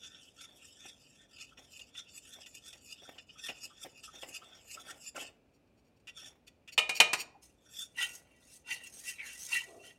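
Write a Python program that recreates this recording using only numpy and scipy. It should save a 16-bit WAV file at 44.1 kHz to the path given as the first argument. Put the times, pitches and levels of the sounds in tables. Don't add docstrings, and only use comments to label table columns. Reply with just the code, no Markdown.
import sys
import numpy as np
from scipy import signal
from scipy.fft import irfft
from scipy.io import wavfile
from scipy.ndimage import uniform_filter1d

SR = 44100
rng = np.random.default_rng(int(sys.argv[2]) if len(sys.argv) > 2 else 0)


def unload_audio(sound):
    columns = np.transpose(np.atleast_2d(sound))
    steps = np.round(np.clip(columns, -1, 1) * 32767)
    wavfile.write(sys.argv[1], SR, steps.astype(np.int16))


N = 440118
TIME, BINS = np.arange(N) / SR, np.fft.rfftfreq(8192, 1 / SR)
FRAMES, BANDS = np.arange(N // 128 + 2) * 128 / SR, np.fft.rfftfreq(512, 1 / SR)

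# (centre [Hz], width [Hz], level [dB])
HIGH_RASP = [(1450, 130, -11), (1797, 58, -12), (2630, 600, -19), (3470, 225, 1), (5160, 890, -20.5),
             (5660, 340, -8), (6940, 3400, -15), (8700, 230, -21), (9540, 1300, -19.5),
             (12260, 2600, -25.5)]
LOW_RASP = [(1315, 260, -20.5), (2552, 190, 0.5), (2830, 167, 1.5), (3500, 110, -6), (4870, 750, -7.5),
            (5490, 690, -14), (7140, 1170, -7.5), (8100, 320, -13.5), (10220, 2600, -21.5),
            (12630, 2600, -28)]
# (time [s], position [turns])
WHISK_TURNS = [(0, -0.12), (0.28, 0.45), (1.98, 5), (4.87, 13), (5.08, 13.5), (5.2, 13.74), (5.28, 13.65),
               (6.15, 13.87), (7.7, 14)]
# (peak time [s], level [dB], rise [s], fall [s], treble share [dB])
SCRAPES = [ (0.048, -46.5, 0.02, 0.038, -10.5), (0.15, -57, 0.051, 0.077, -16),
           (0.225, -58.5, 0.029, 0.084, -5), (0.42, -49, 0.031, 0.04, -9), (0.65, -56, 0.086, 0.095, -5.5),
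           (0.875, -50.5, 0.075, 0.037, -11.5), (1.07, -59, 0.052, 0.019, -8),
           (1.415, -47.5, 0.051, .04, -8.5), (1.587, -56.5, 0.015, 0.021, -9),
           (1.745, -50.5, 0.031, 0.05, -3.5), (1.808, -49.5, 0.0097, 0.025, -8.5),
           (1.995, -41, 0.03, 0.018, -11), (2.085, -55.5, 0.023, 0.023, -10),
           (2.172, -48, 0.039, 0.022, -3.5), (2.27, -55.5, 0.046, 0.036, -5),
           (2.322, -49.5, 0.0073, .05, -7), (2.415, -52.5, .018, 0.05, -7.5), (2.474, -58, .012, 0.025, 2),
           (2.554, -53.5, 0.025, 0.041, -4.5), (2.68, -49, 0.032, 0.038, -7),
           (2.85, -55.5, 0.023, 0.034, 0), (2.924, -48, 0.045, 0.02, -4.5), (3.08, -54, 0.13, 0.02, -11),
           (3.186, -49, 0.0054, 0.015, -21), (3.295, -50, 0.0068, 0.021, -13),
           (3.394, -47.5, 0.015, 0.023, -10.5), (3.453, -37.5, 0.02, 0.027, -7.5),
           (3.57, -53, 0.048, 0.035, -7), (3.648, -42.5, 0.033, 0.02, -4), (3.77, -56, 0.023, 0.06, -12),
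           (3.835, -47, 0.019, 0.014, -6), (3.98, -55.5, 0.036, 0.033, -6.5),
           (4.038, -45, 0.0059, 0.03, -6), (4.16, -51.5, .025, .025, -10), (4.222, -48.5, 0.032, .028, -6),
           (4.289, -49.5, .014, 0.02, 0), (4.355, -40.5, 0.021, 0.023, -5.5), (4.445, -51, 0.012, .02, -9),
           (4.53, -53.5, 0.026, 0.047, -13), (4.744, -41.5, .045, 0.012, -4),
           (4.808, -50.5, 0.016, 0.018, -3.5), (4.909, -43.5, 0.038, 0.013, -8.5),
           (5.02, -55.5, 0.039, 0.045, -0.5), (5.087, -41, 0.033, 0.009, -3.5),
           (5.165, -45.5, 0.0065, .025, -5.5), (5.209, -40, 0.019, .025, -5.5),
           (5.265, -44, 0.023, 0.019, -9), (6.185, -47.5, 0.025, 0.05, -9.5),
           (6.27, -49.5, 0.071, 0.028, -8), (7.72, -61.5, 0.08, 0.054, -7),
           (7.809, -38.5, 0.042, 0.035, -5.5)]
LIFTS = [0.33, 1.28, 1.555, 1.925, 3.255, 4.015]
# (peak time [s], pressure on the pan [dB], hiss of the wires [dB], rise [s], fall [s])
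DRAGS = [ (7.432, -63, -57.5, 0.009, 0.039), (7.985, -40.5, -45, 0.011, 0.044),
         (8.025, -31.5, -38, 0.027, 0.031), (8.165, -67, -52.5, 0.13, 0.027),
         (8.321, -70.5, -76, 0.084, 0.047), (8.45, -67, -67, 0.079, 0.065),
         (8.556, -75.5, -53.5, 0.048, 0.024), (8.687, -45.5, -51.5, 0.017, 0.018),
         (8.722, -36, -43.5, 0.023, 0.031), (8.87, -59, -52, 0.052, .022), (8.97, -69, -51, 0.053, 0.1),
         (9.1, -45.5, -40.5, 0.048, 0.023), (9.21, -50, -75, 0.051, 0.12), (9.28, -54.5, -49, 0.047, 0.12),
         (9.43, -77, -45, 0.045, 0.13), (9.551, -34, -40.5, 0.04, 0.044), (9.875, -56, -56.5, 0.052, 0.032)]
# (centre [Hz], width [Hz], level [dB])
PAN_BOTTOM = [(451, 47, -26), (936, 180, -18), (1433, 110, -12), (1938, 86, 0.5), (2300, 130, -11),
              (2520, 230, -12), (2730, 55, 1.5), (2830, 230, -9), (3072, 76, -9), (3512, 2100, -20)]
# (frequency [Hz], level [dB])
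WIRE_HISS = [(1500, -20), (3300, -10), (4400, -9.5), (5300, -4.5), (6200, 1), (7000, -2.5), (7600, -8),
             (8400, 1.5), (9800, -5.5), (10900, -7.5), (12000, -10.5), (15500, -19.5)]
# (time [s], level [dB], centre [Hz])
SMEAR = [(9.183, -57, 2500), (9.2, -43, 2380), (9.24, -49.5, 2020), (9.285, -56.5, 1620), (9.36, -76, 1520)]
# (time [s], level [dB])
RUB = [(9.6, -86), (9.69, -58.5), (9.75, -53.5), (9.83, -63), (9.93, -69)]
# (centre [Hz], width [Hz], level [dB])
RUB_RESONANCES = [(430, 150, -0.5), (670, 130, -2), (1075, 300, -18.5)]
# (time [s], clatter [dB], clang [dB], chatter [s], ring [dB])
KNOCKS = [(6.7777, -26.5, -22, 0.012, -29.5), (6.893, -28, -41.5, 0.0013, -38),
          (7.001, -15.5, -14.5, 0.0043, -24.5), (7.1317, -24, -58, 0.0045, -55)]
# (frequency [Hz], level [dB])
CLATTER = [(80, -26), (180, -8), (300, -9), (420, -2.5), (520, 0), (750, 2), (1250, 2), (1650, -3.5),
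           (2500, 7.5), (3500, -5.5), (4050, -1), (5400, -4.5), (8500, -6.5), (10500, -13.5),
           (15500, -25.5)]
# (centre [Hz], width [Hz], level [dB])
WALL_CLANG = [(2280, 25, -10), (2479, 56, 1), (2750, 210, -1), (2870, 17, -7), (3014, 180, 2.5),
              (3320, 60, -8), (3630, 640, -9), (3760, 67, -18)]
# (frequency [Hz], level [dB], t60 [s])
PAN_MODES = [(461, -14, .26), (622, -12, .3), (764, -16, .3), (975, -13, .2), (1252, -10, .2),
             (1822, -9, .18), (2207, -1, .2), (2441, 0, .36), (2459, -6, .45), (2812, 1, .18),
             (3015, -2, .18), (3709, -20, .45), (3840, -5, .14), (4430, -16, .18), (7545, -19, .18),
             (8530, -18, .16)]
# (time [s], level [dB], treble share [dB], chatter [s])
TICKS = [(0.033, -61, 0, 0.011), (1.384, -57, -2, 0.0038), (1.572, -56.5, -16, 0.0081),
         (1.793, -52, 0, 0.0065), (1.947, -53.5, -8, 0.0097), (2.46, -52.5, -1.5, 0.011),
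         (2.728, -52.5, -1, 0.0079), (3.18, -50.5, -14, 0.0016), (3.381, -70, -15, 0.0082),
         (3.484, -42, -10, 0.02), (4.227, -46.5, -25, 0.0064), (6.071, -50.5, -6.5, 0.026),
         (6.473, -57.5, -1.5, 0.0077), (6.676, -52.5, -5, 0.017)]
# (peak time [s], level [dB], half length [s])
SKIDS = [(5.555, -76, .018), (5.675, -77, .004), (5.79, -79, .018), (5.87, -79, .025), (5.97, -78, .008),
         (6.005, -78, .007), (6.478, -55, .007), (6.733, -47.5, .009), (6.967, -39, .016),
         (7.203, -42, .022)]
# (centre [Hz], width [Hz], level [dB])
BARE_STEEL = [(2630, 750, 0), (4530, 570, 0.5), (5600, 330, -0.5), (7000, 590, -3.5), (8400, 330, -4.5),
              (11500, 7300, -17.5)]
# (time [s], level [dB], length [s])
SQUELCHES = [(0.484, -57.5, 0.091), (0.843, -51.5, 0.037), (1.581, -51.5, 0.061), (1.791, -55.5, 0.043),
             (2.355, -49, 0.046), (2.728, -51, 0.035), (3.019, -51, 0.057), (3.087, -46.5, 0.063),
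             (3.484, -35.5, 0.027), (3.629, -53, 0.055), (3.844, -44, 0.034), (4.135, -51, 0.057),
             (4.226, -41, 0.061), (4.38, -57.5, 0.3), (4.744, -50.5, 0.12), (4.851, -52.5, 0.088),
             (4.916, -47.5, 0.065), (5.147, -41, 0.095), (5.192, -38.5, 0.029), (6.216, -54, 0.11),
             (7.995, -56, 0.27), (8.719, -60, 0.45)]
# (frequency [Hz], level [dB])
PASTE_SPECTRUM = [(60, -17.5), (200, -10), (300, -4.5), (420, -1.5), (680, 0.5), (1000, -9), (1400, -14.5),
                  (2200, -8.5), (5000, -29)]
# (time [s], level [dB], centre [Hz])
AIR_POCKETS = [(1.511, -52, 1350), (3.354, -52, 1290), (3.7, -47, 1300), (4.0728, -44, 1284),
               (4.412, -42.5, 1300), (4.7696, -39, 1315), (5.1549, -31, 1390), (7.342, -46, 820)]
# (frequency [Hz], level per Hz [dB])
KITCHEN_NOISE = [(26, -41.5), (45, -3), (184, -10), (285, -6), (322, -13), (524, -12), (852, -20.5),
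                 (939, -23.5), (1090, -26), (2200, -31), (2370, -22.5), (3240, -33.5), (15000, -47.5)]
# (frequency [Hz], t60 [s])
ROOM_DECAY = [(150, 0.84), (700, 0.55), (2500, 0.33), (6000, 0.3), (14000, 0.14)]

TOP_HZ, DIP_HZ, DIP_HZ_PER_S, DEEPEST_DIP_HZ = 3482, 330, 340, 870
RUBBING_DB, RUBBING_SWING_DB = -64.5, 2
RUBBING_TREBLE_DB, TREBLE_SWING_DB = -6.5, 3
CIRCLING_END_S, CIRCLING_FADE_S, LIFT_S = 5.1, 0.015, 0.021
SCRAPE_SHAPE, DRAG_SHAPE = (1.4, 1.8), (1.5, 1.06)
BACKGROUND_DB, EDGE_HZ = -69, 15900


def stirring():
    level_db, hz, treble_db = whisk_motion()
    place = np.clip((hz - 2780) / 600, 0, 1)
    high = shifted(HIGH_RASP, (hz / 3470) ** 0.26)
    low = shifted(LOW_RASP, (hz / 2660) ** 0.4)
    gain = np.hypot(place * high, (1 - place) * low)
    gain = np.hypot(gain, amp(-17.5) * shifted(PAN_BOTTOM, 0.94))
    treble_power = (gain[BANDS > 6500] ** 2).sum(0)
    share_db = 10 * np.log10(treble_power / (gain ** 2).sum(0))
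    tilt = read([(3200, 0.13), (5500, 1.3), (7500, 2.3), (12000, 3.23)], BANDS)[:, None]
    gain = gain * amp(tilt * np.clip(treble_db - share_db - 0.7, -9, 9))
    return amp(level_db - 2.0) * rasp(gain, patch_db=4.5, grain_db=1.0, judder_db=2.5)


def whisk_motion():
    top = np.cos(2 * np.pi * np.interp(FRAMES, *np.transpose(WHISK_TURNS)))
    dip = np.minimum(DIP_HZ + DIP_HZ_PER_S * FRAMES, DEEPEST_DIP_HZ)
    hz = TOP_HZ - dip * (1 - top) / 2
    contact = (1 - np.tanh((FRAMES - CIRCLING_END_S) / CIRCLING_FADE_S)) / 2
    for s in LIFTS:
        contact = contact * (1 - np.exp(-((FRAMES - s) / LIFT_S) ** 2))
    power = (contact * amp(RUBBING_DB + RUBBING_SWING_DB * top)) ** 2 + 1e-12
    treble = power * amp(RUBBING_TREBLE_DB - TREBLE_SWING_DB * top) ** 2
    for s, db, rise, fall, treble_db in SCRAPES:
        scrape = (amp(db) * stroke(s, rise, fall, SCRAPE_SHAPE)) ** 2
        power = power + scrape
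        treble = treble + scrape * amp(treble_db) ** 2
    level_db = np.interp(TIME, FRAMES, 10 * np.log10(power))
    return level_db, hz, 10 * np.log10(treble / power)


def dragging():
    press_db, hiss_db = drag_levels()
    smear_db, smear_hz = gesture(SMEAR)
    rub_db, = gesture(RUB)
    grit = rasp(steady(np.ones(len(BANDS))), patch_db=5.5, grain_db=1.5, judder_db=-3.3)
    bottom = amp(press_db + 1.5) * colour(grit, humps(PAN_BOTTOM))
    hiss_gain = steady(amp(read(WIRE_HISS, BANDS)))
    hiss = amp(hiss_db - 2.0) * rasp(hiss_gain, patch_db=3.0, grain_db=-3.0, judder_db=2.5)
    sinking = shifted([(2000, 420, 0)], np.interp(FRAMES, TIME, smear_hz) / 2000)
    smear = amp(smear_db) * rasp(sinking, patch_db=3.5, grain_db=1.5, judder_db=1.2)
    rub = amp(rub_db) * colour(rng.standard_normal(N), humps(RUB_RESONANCES))
    return bottom + hiss + smear + rub


def drag_levels():
    press = hiss = 1e-12
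    for s, press_db, hiss_db, rise, fall in DRAGS:
        swell = stroke(s, rise, fall, DRAG_SHAPE)
        press = press + (amp(press_db) * swell) ** 2
        hiss = hiss + (amp(hiss_db) * swell) ** 2
    return [np.interp(TIME, FRAMES, 10 * np.log10(power)) for power in (press, hiss)]


def knocks():
    t, out = np.arange(SR) / SR, np.zeros(N)
    for s, clatter_db, clang_db, chatter, ring_db in KNOCKS:
        add(out, s, amp(clatter_db) * strike(chatter, t60=0.07, gain=amp(read(CLATTER, BINS))))
        add(out, s, amp(clang_db) * strike(chatter, t60=0.014, gain=humps(WALL_CLANG)))
        for hz, db, t60 in PAN_MODES:
            unevenness = .75 * wander(hz=55.6, count=len(t))
            tone = np.sin(2 * np.pi * (hz * t + rng.random()) + unevenness)
            onset = 1 - np.exp(-t / .001)
            add(out, s, amp(ring_db + db - 60 * t / t60) * tone * onset)
    return out


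def ticks():
    out = np.zeros(N)
    wires = humps(HIGH_RASP) + amp(-6) * humps(LOW_RASP)
    body = wires + amp(-1.0) * humps(PAN_BOTTOM) + amp(-4.0) * humps(WALL_CLANG)
    for s, db, treble_db, chatter in TICKS:
        touch = strike(chatter, t60=0.048, gain=body)
        add(out, s, amp(db) * retreble(touch, treble_db, split_hz=2800))
    sliding = sum(amp(db) * np.exp(-((TIME - s) / length) ** 2) for s, db, length in SKIDS)
    friction = slips(grain_db=-3.0, judder_db=3.5, judder_hz=154.3)
    return out + sliding * colour(friction, humps(BARE_STEEL))


def paste():
    t, drive, pockets = np.arange(SR // 3) / SR, np.zeros(N), np.zeros(N)
    for s, db, length in SQUELCHES:
        swell = (1 - np.exp(-t / 0.002)) * np.exp(-(t / length) ** 1.58)
        grains = slips(grain_db=2.5, judder_db=5.5, judder_hz=143.4, count=len(t))
        add(drive, s, amp(db - 9) * swell * grains)
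    for s, db, hz in AIR_POCKETS:
        note = unit(colour(rng.standard_normal(len(t)), humps([(hz, 150, 0), (hz, 500, -12)])))
        opening = np.exp(-((t - .014) / 0.014) ** 2)
        add(pockets, s, amp(db - 13.0) * note * opening)
    return colour(drive, amp(read(PASTE_SPECTRUM, BINS))) + pockets


def background():
    noise = colour(rng.standard_normal(N), amp(read(KITCHEN_NOISE, BINS)))
    high_pass = signal.butter(3, 50, "high", fs=SR, output="sos")
    return amp(BACKGROUND_DB) * unit(signal.sosfilt(high_pass, noise))


def kitchen(x, near_db, room_db):
    t = np.arange(SR // 2) / SR
    arrivals = rng.standard_normal(len(t)) * (rng.random(len(t)) < 900 / SR)
    near = arrivals * (t > .002) * np.exp(-t / 0.0087)
    hz, at, z = signal.stft(rng.standard_normal(len(t)) * (t > .012), SR, nperseg=256)
    decay = amp(-60 * at / read(ROOM_DECAY, hz)[:, None])
    tail = signal.istft(z * decay, SR, nperseg=256)[1][:len(t)]
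    echo = amp(near_db) * near / np.linalg.norm(near) + amp(room_db) * tail / np.linalg.norm(tail)
    return x + signal.oaconvolve(x, echo)[:N]


def rasp(gain, patch_db, grain_db, judder_db):
    patches = uniform_filter1d(rng.standard_normal(gain.shape), size=13, axis=1)
    patches = uniform_filter1d(patches, size=5, axis=0)
    gain = gain * amp(patch_db * unit(patches))
    z = signal.stft(slips(grain_db, judder_db, judder_hz=150), nperseg=512, noverlap=384)[2]
    z = z[:, :len(FRAMES)] * gain / np.sqrt(np.mean(gain ** 2, axis=0))
    return signal.istft(z, nperseg=512, noverlap=384)[1][:N]


def slips(grain_db, judder_db, judder_hz, count=N):
    sizes = amp(grain_db * np.minimum(rng.exponential(1, count), 5))
    sizes = sizes * (rng.random(count) < .25)
    bunching = amp(judder_db * wander(judder_hz, count))
    return unit(rng.standard_normal(count) * sizes * bunching)


def strike(chatter, t60, gain):
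    t = np.arange(SR // 3) / SR
    shaking = (1 - np.exp(-t / 0.00033)) * amp(-60 * np.maximum(t - chatter, 0) / t60)
    sound = colour(rng.standard_normal(len(t)) * shaking, gain)
    return sound * np.linalg.norm(shaking) / np.linalg.norm(sound)


def stroke(s, rise, fall, shapes):
    rising = FRAMES < s
    span = np.maximum(np.where(rising, rise, fall), 1e-3)
    return np.exp(-(abs(FRAMES - s) / span) ** np.where(rising, *shapes))


def gesture(rows):
    s, db, *others = np.transpose(rows)
    level = np.interp(TIME, s, db, left=-120, right=-120)
    return [level] + [np.interp(TIME, s, c) for c in others]


def wander(hz, count):
    knots = rng.standard_normal(4000)
    return np.interp(np.arange(count) / SR * hz, np.arange(len(knots)), knots)


def humps(rows):
    power = 0
    for hz, width, db in rows:
        offset = (BINS - hz) / width * np.sqrt(2)
        power = power + amp(db) ** 2 / (1 + offset ** 2) ** 3
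    return np.sqrt(power)


def shifted(rows, factor):
    return np.interp(BANDS[:, None] / factor, BINS, humps(rows))


def steady(gain):
    return gain[:, None] * np.ones(len(FRAMES))


def colour(x, gain):
    log_gain = np.log(np.r_[gain, gain[-2:0:-1]] + 1e-5)
    phase = -signal.hilbert(log_gain).imag[:len(gain)]
    taps = irfft(gain * np.exp(1j * phase))[:len(gain)]
    return signal.oaconvolve(x, taps / np.linalg.norm(taps))[:len(x)]


def retreble(x, share_db, split_hz):
    top = signal.sosfiltfilt(signal.butter(3, split_hz, "high", fs=SR, output="sos"), x)
    share = np.minimum(amp(share_db), .95)
    return np.std(x) * (share * unit(top) + np.sqrt(1 - share ** 2) * unit(x - top))


def read(points, hz):
    f, value = np.transpose(points)
    return np.interp(np.log(hz + 1), np.log(f + 1), value)


def amp(db):
    return 10 ** (np.asarray(db) / 20)


def unit(x):
    return x / np.sqrt(np.mean(x ** 2) + 1e-20)


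def add(mix, s, sound):
    part = mix[max(round(s * SR), 0):][:len(sound)]
    part += sound[:len(part)]


def scene():
    rubbing = kitchen(stirring() + dragging() + paste() + ticks(), near_db=-6.5, room_db=-18.5)
    knocking = kitchen(knocks(), near_db=-20.5, room_db=-15.5)
    return (rubbing + knocking + background())[None]


def record(dry):
    low_pass = signal.firwin(301, EDGE_HZ, window=("kaiser", 9), fs=SR)
    return signal.oaconvolve(dry, low_pass[None], "same")


dry = scene()
out = record(dry)
unload_audio(out)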